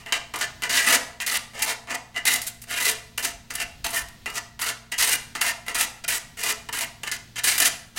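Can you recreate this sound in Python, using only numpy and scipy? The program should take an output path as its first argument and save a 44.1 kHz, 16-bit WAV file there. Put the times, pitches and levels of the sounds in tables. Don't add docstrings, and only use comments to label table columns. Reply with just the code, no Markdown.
import sys
import numpy as np
from scipy import signal
from scipy.fft import rfft, irfft, next_fast_len
from scipy.io import wavfile

SR = 44100
rng = np.random.default_rng(int(sys.argv[2]) if len(sys.argv) > 2 else 0)


def unload_wav(signal):
    wavfile.write(
        sys.argv[1],
        SR,
        np.round(np.clip(np.atleast_2d(signal).T, -1, 1) * 32767).astype(np.int16),
    )


N = 351918

# frequency in Hz, spread of its wander in Hz, mean level in dB.
HUM_TONES = [(57.8, 5.77, -62.5), (116.8, 1.53, -58), (169, 4.15, -68.5), (231.5, 1.4, -60.5)]
# frequency in Hz, relative level per Hz in dB.
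AIR_SPECTRUM = [(20, -2), (60, -4.5), (150, -4), (330, -15.5), (1000, -26), (4000, -19.5), (10000, -33),
                (16000, -32)]
AIR_DB = -52.5
# time of peak in seconds, peak level in dB.
WIND_GUSTS = [(0.13, -53), (3.36, -50), (3.6, -48), (3.82, -42.5), (4.04, -45), (4.73, -56), (5.02, -47),
              (5.76, -50), (6.07, -54), (7.6, -47)]
BREEZE_DB, GUST_DB_PER_S = -63, 110

# start, turning point and end in seconds, grit drive there in dB
# (three columns), then blade ring, blade body and fine dust over grit in dB, for a firm touch.
TOUCHES = [ (0.0, 0.024, 0.043, -44, -49, -58, -1.5, -11, -16),
           (0.056, 0.09, 0.12, -49, -41, -54, 8, -2.5, -7),
           (0.123, 0.125, 0.18, -20, -23.5, -33.5, 4.5, -4.5, -21),
           (0.337, 0.346, 0.38, -31, -36, -43, 5, 2, -21),
           (0.378, 0.424, 0.46, -44, -23, -37.5, 1.5, -7.5, -14),
           (0.621, 0.652, 0.68, -40, -28, -43, 4, -5, -10),
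           (0.693, 0.791, 0.88, -23, -19, -28.5, 2.5, -8, -6.5),
           (0.863, 0.953, 0.98, -25, -14, -32.5, 2, -2.5, -0.5),
           (1.2, 1.221, 1.25, -41, -27, -46, 3.5, -14, -6),
           (1.264, 1.27, 1.325, -22, -21, -34.5, 1, -13, 1.5),
           (1.311, 1.379, 1.376, -29, -21.5, -40, -1, -7, 2),
           (1.532, 1.584, 1.646, -48, -31.5, -39.5, 2, -5, -16),
           (1.621, 1.622, 1.655, -24, -23, -38, -3.5, -13, 7),
           (1.659, 1.709, 1.744, -29, -24, -39.5, -2.5, -5, -6),
           (1.871, 1.905, 1.964, -52, -30.5, -39, 6, 2, -26),
           (1.942, 1.952, 1.96, -35, -28, -38, -4, -6.5, -4),
           (2.143, 2.178, 2.218, -53, -30, -56, 7.5, -3.5, -25),
           (2.252, 2.278, 2.321, -23.5, -16.5, -24.5, 2.5, -9.5, -1.5),
           (2.322, 2.333, 2.4, -25, -22, -42, 2, -8, 1.5),
           (2.416, 2.419, 2.47, -27, -33.5, -49, -11, -23, 4),
           (2.468, 2.472, 2.504, -33, -27.5, -42.5, -13, -26, 5),
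           (2.616, 2.619, 2.65, -47, -46.5, -59, -20, -40, 9),
           (2.669, 2.719, 2.804, -50.5, -28.5, -28.5, 4, -9.5, -5),
           (2.799, 2.895, 2.94, -29.5, -18.5, -40, -0.5, -8, -0.5),
           (3.176, 3.184, 3.222, -24, -26, -46, 2, -9, 0.5),
           (3.226, 3.246, 3.323, -27, -22.5, -43.5, -3.5, -7.5, -1.5),
           (3.501, 3.518, 3.53, -39, -34, -43, -2, -11, -6), (3.53, 3.622, 3.64, -47, -26, -34, 3, -9, -7),
           (3.842, 3.851, 3.895, -24.5, -25.5, -39, 2.5, -6, -8),
           (3.89, 3.92, 3.95, -42, -37, -38, -1, -8, 4),
           (3.93, 3.975, 4.027, -31.5, -23, -44.5, 3, -7, 1.5),
           (4.26, 4.292, 4.325, -36, -37.5, -50, 5.5, 1, -8),
           (4.325, 4.382, 4.397, -48.5, -23, -41.5, -2, -7.5, -6),
           (4.591, 4.618, 4.648, -40, -28.5, -32, 3.5, -5.5, 2.5),
           (4.65, 4.691, 4.724, -31, -23, -38, 2.5, -7, -3),
           (4.916, 4.924, 4.974, -30, -26, -49, 3.5, -6.5, -9),
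           (4.98, 5.008, 5.1, -22.5, -18, -31.5, -5, -10.5, -0.5),
           (5.071, 5.128, 5.16, -30.5, -18.5, -28, 1.5, -8.5, 0.5),
           (5.35, 5.36, 5.407, -33, -31.5, -48, 3.5, -4.5, -15),
           (5.41, 5.415, 5.45, -27, -22, -34, 1.5, -8, 1), (5.44, 5.483, 5.52, -34, -19, -31, 0, -7, -2.5),
           (5.66, 5.698, 5.75, -51, -30.5, -55, 1, -3, -8),
           (5.745, 5.752, 5.771, -21.5, -23.5, -29, 0.5, -5.5, -1),
           (5.769, 5.812, 5.852, -35, -16, -29, 0, -6, -0.5),
           (6.038, 6.056, 6.05, -34, -28, -54, -0.5, -11, -21),
           (6.079, 6.092, 6.13, -23.5, -22, -28.5, 1.5, -11, 3.5),
           (6.12, 6.14, 6.183, -32, -20.5, -29, -3, -11.5, -2.5),
           (6.369, 6.398, 6.51, -44.5, -32, -30.5, 2.5, -10.5, -4),
           (6.43, 6.509, 6.529, -34, -23, -35, -3.5, -5.5, -3),
           (6.688, 6.696, 6.7, -34.5, -35.5, -55, 5, 2.5, -10),
           (6.726, 6.76, 6.81, -29.5, -31.5, -39, 3, -5, 3.5),
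           (6.802, 6.817, 6.85, -49, -25.5, -33.5, 1, -6, 0),
           (7.032, 7.039, 7.07, -31, -32, -47, 2.5, -4.5, -3),
           (7.061, 7.078, 7.105, -39, -30, -50, 4, -6, -10),
           (7.115, 7.12, 7.17, -27, -24.5, -35, -1, -13, -7),
           (7.357, 7.397, 7.41, -34.5, -29.5, -50, 1.5, -13.5, -16),
           (7.435, 7.491, 7.575, -22.5, -18, -31, -0.5, -13.5, -0.5),
           (7.577, 7.627, 7.648, -29, -18, -22, 1, -6, 1), (7.648, 7.662, 7.686, -22, -15, -22, -1, -10, 1),
           (7.945, 7.978, 8.06, -57.5, -24.5, -26, -3, -4, -5)]
FIRM_DB = -28.5
RING_DB_PER_DB, BODY_DB_PER_DB, DUST_DB_PER_DB = -0.15, -0.37, 0.07
# time in seconds, relative strength in dB,
# steel (ring and body alike) over strength in dB, fine dust over strength in dB.
EDGE_BITES = [(0.0624, -37, 10.5, -11), (0.1234, -7, -5, -26), (0.3391, -17, -3, -19),
              (0.3584, -10.5, -13, -12.5), (0.388, -14, -23, -13), (0.411, -14, -4, -27),
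              (0.6217, -21, 3, -9), (0.6356, -12.5, -3, -22), (0.6955, -18, -6, -19),
              (0.7025, -18, -16, -14), (0.886, -14, -14, -12), (1.2026, -15, 1, -23), (1.263, -8, -21, -12),
              (1.3144, -18, -16, -22), (1.3418, -13.5, 0, -14), (1.5347, -48, 6, -18),
              (1.5923, -19, -13, -10), (1.6193, -15, -18, -14), (1.8733, -42, 12, -19),
              (1.907, -20, 2, -29), (2.145, -45, 12, -14), (2.163, -25, 5.5, -28), (2.2545, -12, -15, -13),
              (2.359, -14.5, -21, -13), (2.418, -22, -23, -7), (2.4667, -25, -27, -2),
              (2.6179, -33, -18, -4), (2.639, -31.5, -8, -16), (2.694, -31, 0, -8), (2.706, -20, -5, -8),
              (2.7738, -16.5, -2.5, -11), (2.809, -23, -2, -11), (2.855, -11, -3, -8), (3.18, -12, -7, -10),
              (3.2255, -18, -18, -12), (3.2475, -9.5, -16, -14), (3.5054, -21, -4.5, -15),
              (3.538, -24, -16, -3), (3.553, -13.5, -30, -7), (3.6011, -15, -4, -14),
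              (3.8446, -12.5, -9.5, -9), (3.8647, -12, -11, -14), (3.905, -26, -14, -8),
              (3.933, -27, -25, -5), (4.0853, -22, -20, -11), (4.2594, -24, 7, -15),
              (4.3003, -15, -15, -12), (4.355, -23, -14, -10), (4.5928, -23, 0.5, -19),
              (4.6156, -20, -22, -7), (4.6618, -23.5, 3, -7), (4.682, -17, -14, -17),
              (4.9203, -16, -9, -19), (4.978, -18, -14, -13), (5.025, -6, -17, -10),
              (5.0759, -22, -11, -12), (5.353, -18, -0.5, -28), (5.415, -8, -6, -12),
              (5.6647, -32, -1, -10), (5.683, -15.5, 1.5, -18), (5.7533, -18, -11, -10),
              (5.7872, -13, -17, -14), (5.8112, -9, -17, -16), (6.041, -25, -9, -22), (6.079, -23, -7, -12),
              (6.134, -21, -11, -16), (6.372, -33, -8, -14), (6.3942, -23, -5, -13), (6.436, -16, -24, -11),
              (6.6887, -29, 4, -14), (6.7266, -29, -14, -13), (6.788, -19, -13, -7), (6.8092, -12, -12, -7),
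              (7.0342, -21, -10, -19), (7.0755, -18, -6, -17), (7.1153, -14, -14, -21),
              (7.359, -32, -3, -21), (7.384, -20, -8, -19), (7.441, -9, -18, -7), (7.4815, -10.5, -12, -17),
              (7.58, -5, -20, -8), (7.6019, -1, -7, -7), (7.655, -10, -14, -14), (7.6765, -10, -12, -16),
              (7.9623, -25, -12, -19)]
BITE_OFFSETS_DB = -13.5, -9.5, -21, -1
BITE_T60_S, KNOCK_DECAY_S = 0.04, 0.00032
# frequency in Hz, relative level per Hz in dB.
GRIT_SPECTRUM = [(300, -13.5), (700, -10.5), (1300, -14.5), (2300, -9), (3600, -10.5), (6000, -10.5),
                 (9400, -7.5), (13000, -13), (16000, -25.5)]
# frequency in Hz, width in Hz, relative level in dB.
BLADE_MODES = [(255, 47, -12), (330.6, 114, -18), (438.6, 32.5, -9.5), (687.5, 29.7, -2), (876.6, 40, -7),
               (986, 51, -5), (1209, 54, -5.5), (1324, 49, -5), (1434, 32, -5.5), (1520, 14, -7),
               (1612, 21, -5), (1753, 42, 0), (1846, 49, -4), (1942, 37, 1), (2028, 36, 3), (2148, 67, -3),
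               (2372, 60, -6), (2441, 46, -4), (2743, 83, -2.5), (2870, 50, -2.5), (3005, 93, -6),
               (3145, 32, -5.5), (3840, 140, 0), (4777, 73, 5), (5970, 290, -7), (6180, 180, -2),
               (6730, 550, -3.5), (7820, 330, -2), (8470, 170, 3.5), (9400, 360, -4)]
RING_FROM_HZ, RING_TO_HZ = 1350, 3400
BLOW_OVER_SAND_RMS, TAP_DB = 3.22, 4

# band centre in Hz, T60 in seconds, relative level in dB.
YARD_BANDS = [(246, 0.38, -6), (680, 0.53, -2.5), (1980, 0.26, -14.5), (4740, 0.41, -7.5),
              (13000, 0.22, -18)]
TOP_HZ = 16000


def undb(db):
    return 10 ** (np.asarray(db) / 20)


def unit(x):
    return x / np.sqrt(np.mean(x ** 2))


def walk(rate_hz):
    count = int(N / SR * rate_hz) + 2
    levels = rng.standard_normal(count)
    return 1.185 * np.interp(np.arange(N) * rate_hz / SR, np.arange(count), levels)


def colour(x, points):
    hz, db = np.transpose(points)
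    size = next_fast_len(len(x))
    f = np.maximum(np.fft.rfftfreq(size, 1 / SR), 1)
    gain = undb(np.interp(np.log(f), np.log(hz), db))
    return irfft(rfft(x, size) * gain, size)[:len(x)]


def resonance(x, hz, width_hz):
    return signal.lfilter(*signal.iirpeak(hz, hz / width_hz, SR), x)


def machine_hum():
    hum = 0
    for hz, wander_hz, db in HUM_TONES:
        phase = 2 * np.pi * np.cumsum(hz + wander_hz * walk(6)) / SR
        hum = hum + undb(db) * unit(np.sin(phase)) * undb(2.0 * walk(6.4))
    return hum


def distant_air():
    level = undb(AIR_DB + 2.2 * walk(3.23))
    return level * unit(colour(rng.standard_normal(N), AIR_SPECTRUM))


def wind():
    rumble = unit(colour(rng.standard_normal(N), [(14, -20), (25, -5), (50, -5), (90, -15), (300, -61)]))
    s, peak_db = np.transpose(WIND_GUSTS)[:, :, None]
    gusts_db = peak_db - GUST_DB_PER_S * abs(np.arange(N) / SR - s)
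    return rumble * undb(np.maximum(BREEZE_DB, gusts_db.max(axis=0)))


def suburb():
    return machine_hum() + distant_air() + wind()


def pressure():
    t, drive = np.arange(N) / SR, np.zeros((4, N))
    lean = np.array([[0], [RING_DB_PER_DB], [BODY_DB_PER_DB], [DUST_DB_PER_DB]])
    for start, turn, end, start_db, turn_db, end_db, ring_db, body_db, dust_db in TOUCHES:
        touch = slice(int(start * SR), int(end * SR))
        times = [start, np.clip(turn, start, end), end]
        grit_db = np.interp(t[touch], times, [start_db, turn_db, end_db])
        share_db = np.array([[0], [ring_db], [body_db], [dust_db]])
        drive[:, touch] += undb(grit_db + share_db + lean * (grit_db - FIRM_DB))
    drive = signal.lfilter([.04], [1, .04 - 1], drive)
    knock = np.array([[.4], [3.0], [3.0], [.4]])
    for s, bite_db, steel_db, dust_db in EDGE_BITES:
        first = int(s * SR)
        span = slice(first, first + SR // 5)
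        after_s = t[span] - s
        burst = np.exp(-np.log(1000) * after_s / BITE_T60_S) + knock * np.exp(-after_s / KNOCK_DECAY_S)
        gain = undb(bite_db + np.array(BITE_OFFSETS_DB) + np.array([0, steel_db, steel_db, dust_db]))
        drive[:, span] += gain[:, None] * burst
    return drive * undb(1.82 * walk(150))


def sand(spread_db, smear):
    sizes = undb(spread_db * np.minimum(rng.exponential(size=N), 7))
    power = signal.lfilter([1], [1, -smear], sizes ** 2)
    return unit(rng.standard_normal(N) * power ** .5)


def crackle(grit, body, dust):
    hz, db = np.transpose(GRIT_SPECTRUM)
    out = 0
    for centre_hz in 300 * 1.55 ** np.arange(10):
        drive = dust if centre_hz > 9000 else grit if centre_hz > 1300 else body
        level_db = np.interp(np.log(centre_hz), np.log(hz), db)
        grains = sand(2.33, 0.89) * undb(level_db + 1.74 * walk(30))
        snaps = (rng.random(N) < 120 / SR) * 1.
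        grains = grains * (1 + signal.lfilter([1.6], [1, -.96], snaps))
        out = out + resonance(drive * grains, centre_hz, 0.43 * centre_hz)
    return out


def blade(force, modes, wander_db):
    power, out = 0, 0
    for k, (hz, width_hz, db) in enumerate(modes):
        power += undb(2 * db) * np.pi * width_hz / SR
        struck = force * undb(db + wander_db * walk(16))
        out = out + (-1) ** k * resonance(struck, hz, width_hz)
    return out / np.sqrt(power)


def shovel():
    grit, ring, body, dust = pressure()
    blows = np.zeros(N)
    bite_s = np.array(EDGE_BITES)[:, 0]
    blows[(bite_s * SR).astype(int) + 1] = BLOW_OVER_SAND_RMS
    force = sand(3.07, 0.69) + blows
    pan_modes = [m for m in BLADE_MODES if m[0] < RING_FROM_HZ]
    ring_modes = [m for m in BLADE_MODES if RING_FROM_HZ <= m[0] < RING_TO_HZ]
    edge_modes = [m for m in BLADE_MODES if m[0] >= RING_TO_HZ]
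    pan = undb(-4.5) * blade(force * body, pan_modes, 2.87)
    middle = undb(-4.5) * blade(force * ring, ring_modes, 3.46)
    edge = undb(-11.0) * blade(force * grit, edge_modes, 3.1)
    tap = undb(TAP_DB) * resonance(blows * ring, 1880, 2100)
    return undb(8) * crackle(grit, body, dust) + pan + middle + edge + tap


def yard(dry):
    t = np.arange(SR * 3 // 4) / SR
    turn = 2 * np.pi * 4.0 * np.arange(N) / SR
    onset = np.clip((t - .006) / 0.0097, 0, 1)
    wash = 0
    for path in range(3):
        echo = 0
        for hz, t60_s, db in YARD_BANDS:
            band = resonance(rng.standard_normal(len(t)), hz, hz)
            decay = np.exp(-np.log(1000) * t / t60_s)
            echo = echo + undb(db) * band * decay / np.sqrt(t60_s * SR / 14)
        share = np.sqrt(2 / 3) * np.cos(turn + path * np.pi / 3)
        wash = wash + signal.fftconvolve(dry * share, echo * onset)[:N]
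    return wash


def scene():
    near = shovel()
    return (near + yard(near) + suburb())[None]


def record(dry):
    loud = np.sqrt(signal.lfilter([.001], [1, .001 - 1], dry ** 2))
    held = dry * np.minimum(1, undb(-25) / (loud + 1e-9)) ** 0.11
    held = signal.sosfilt(signal.ellip(10, .2, 32, TOP_HZ, fs=SR, output="sos"), held)
    return signal.sosfilt(signal.ellip(12, .2, 60, 16950, fs=SR, output="sos"), held)


dry = scene()
out = record(dry)
unload_wav(out)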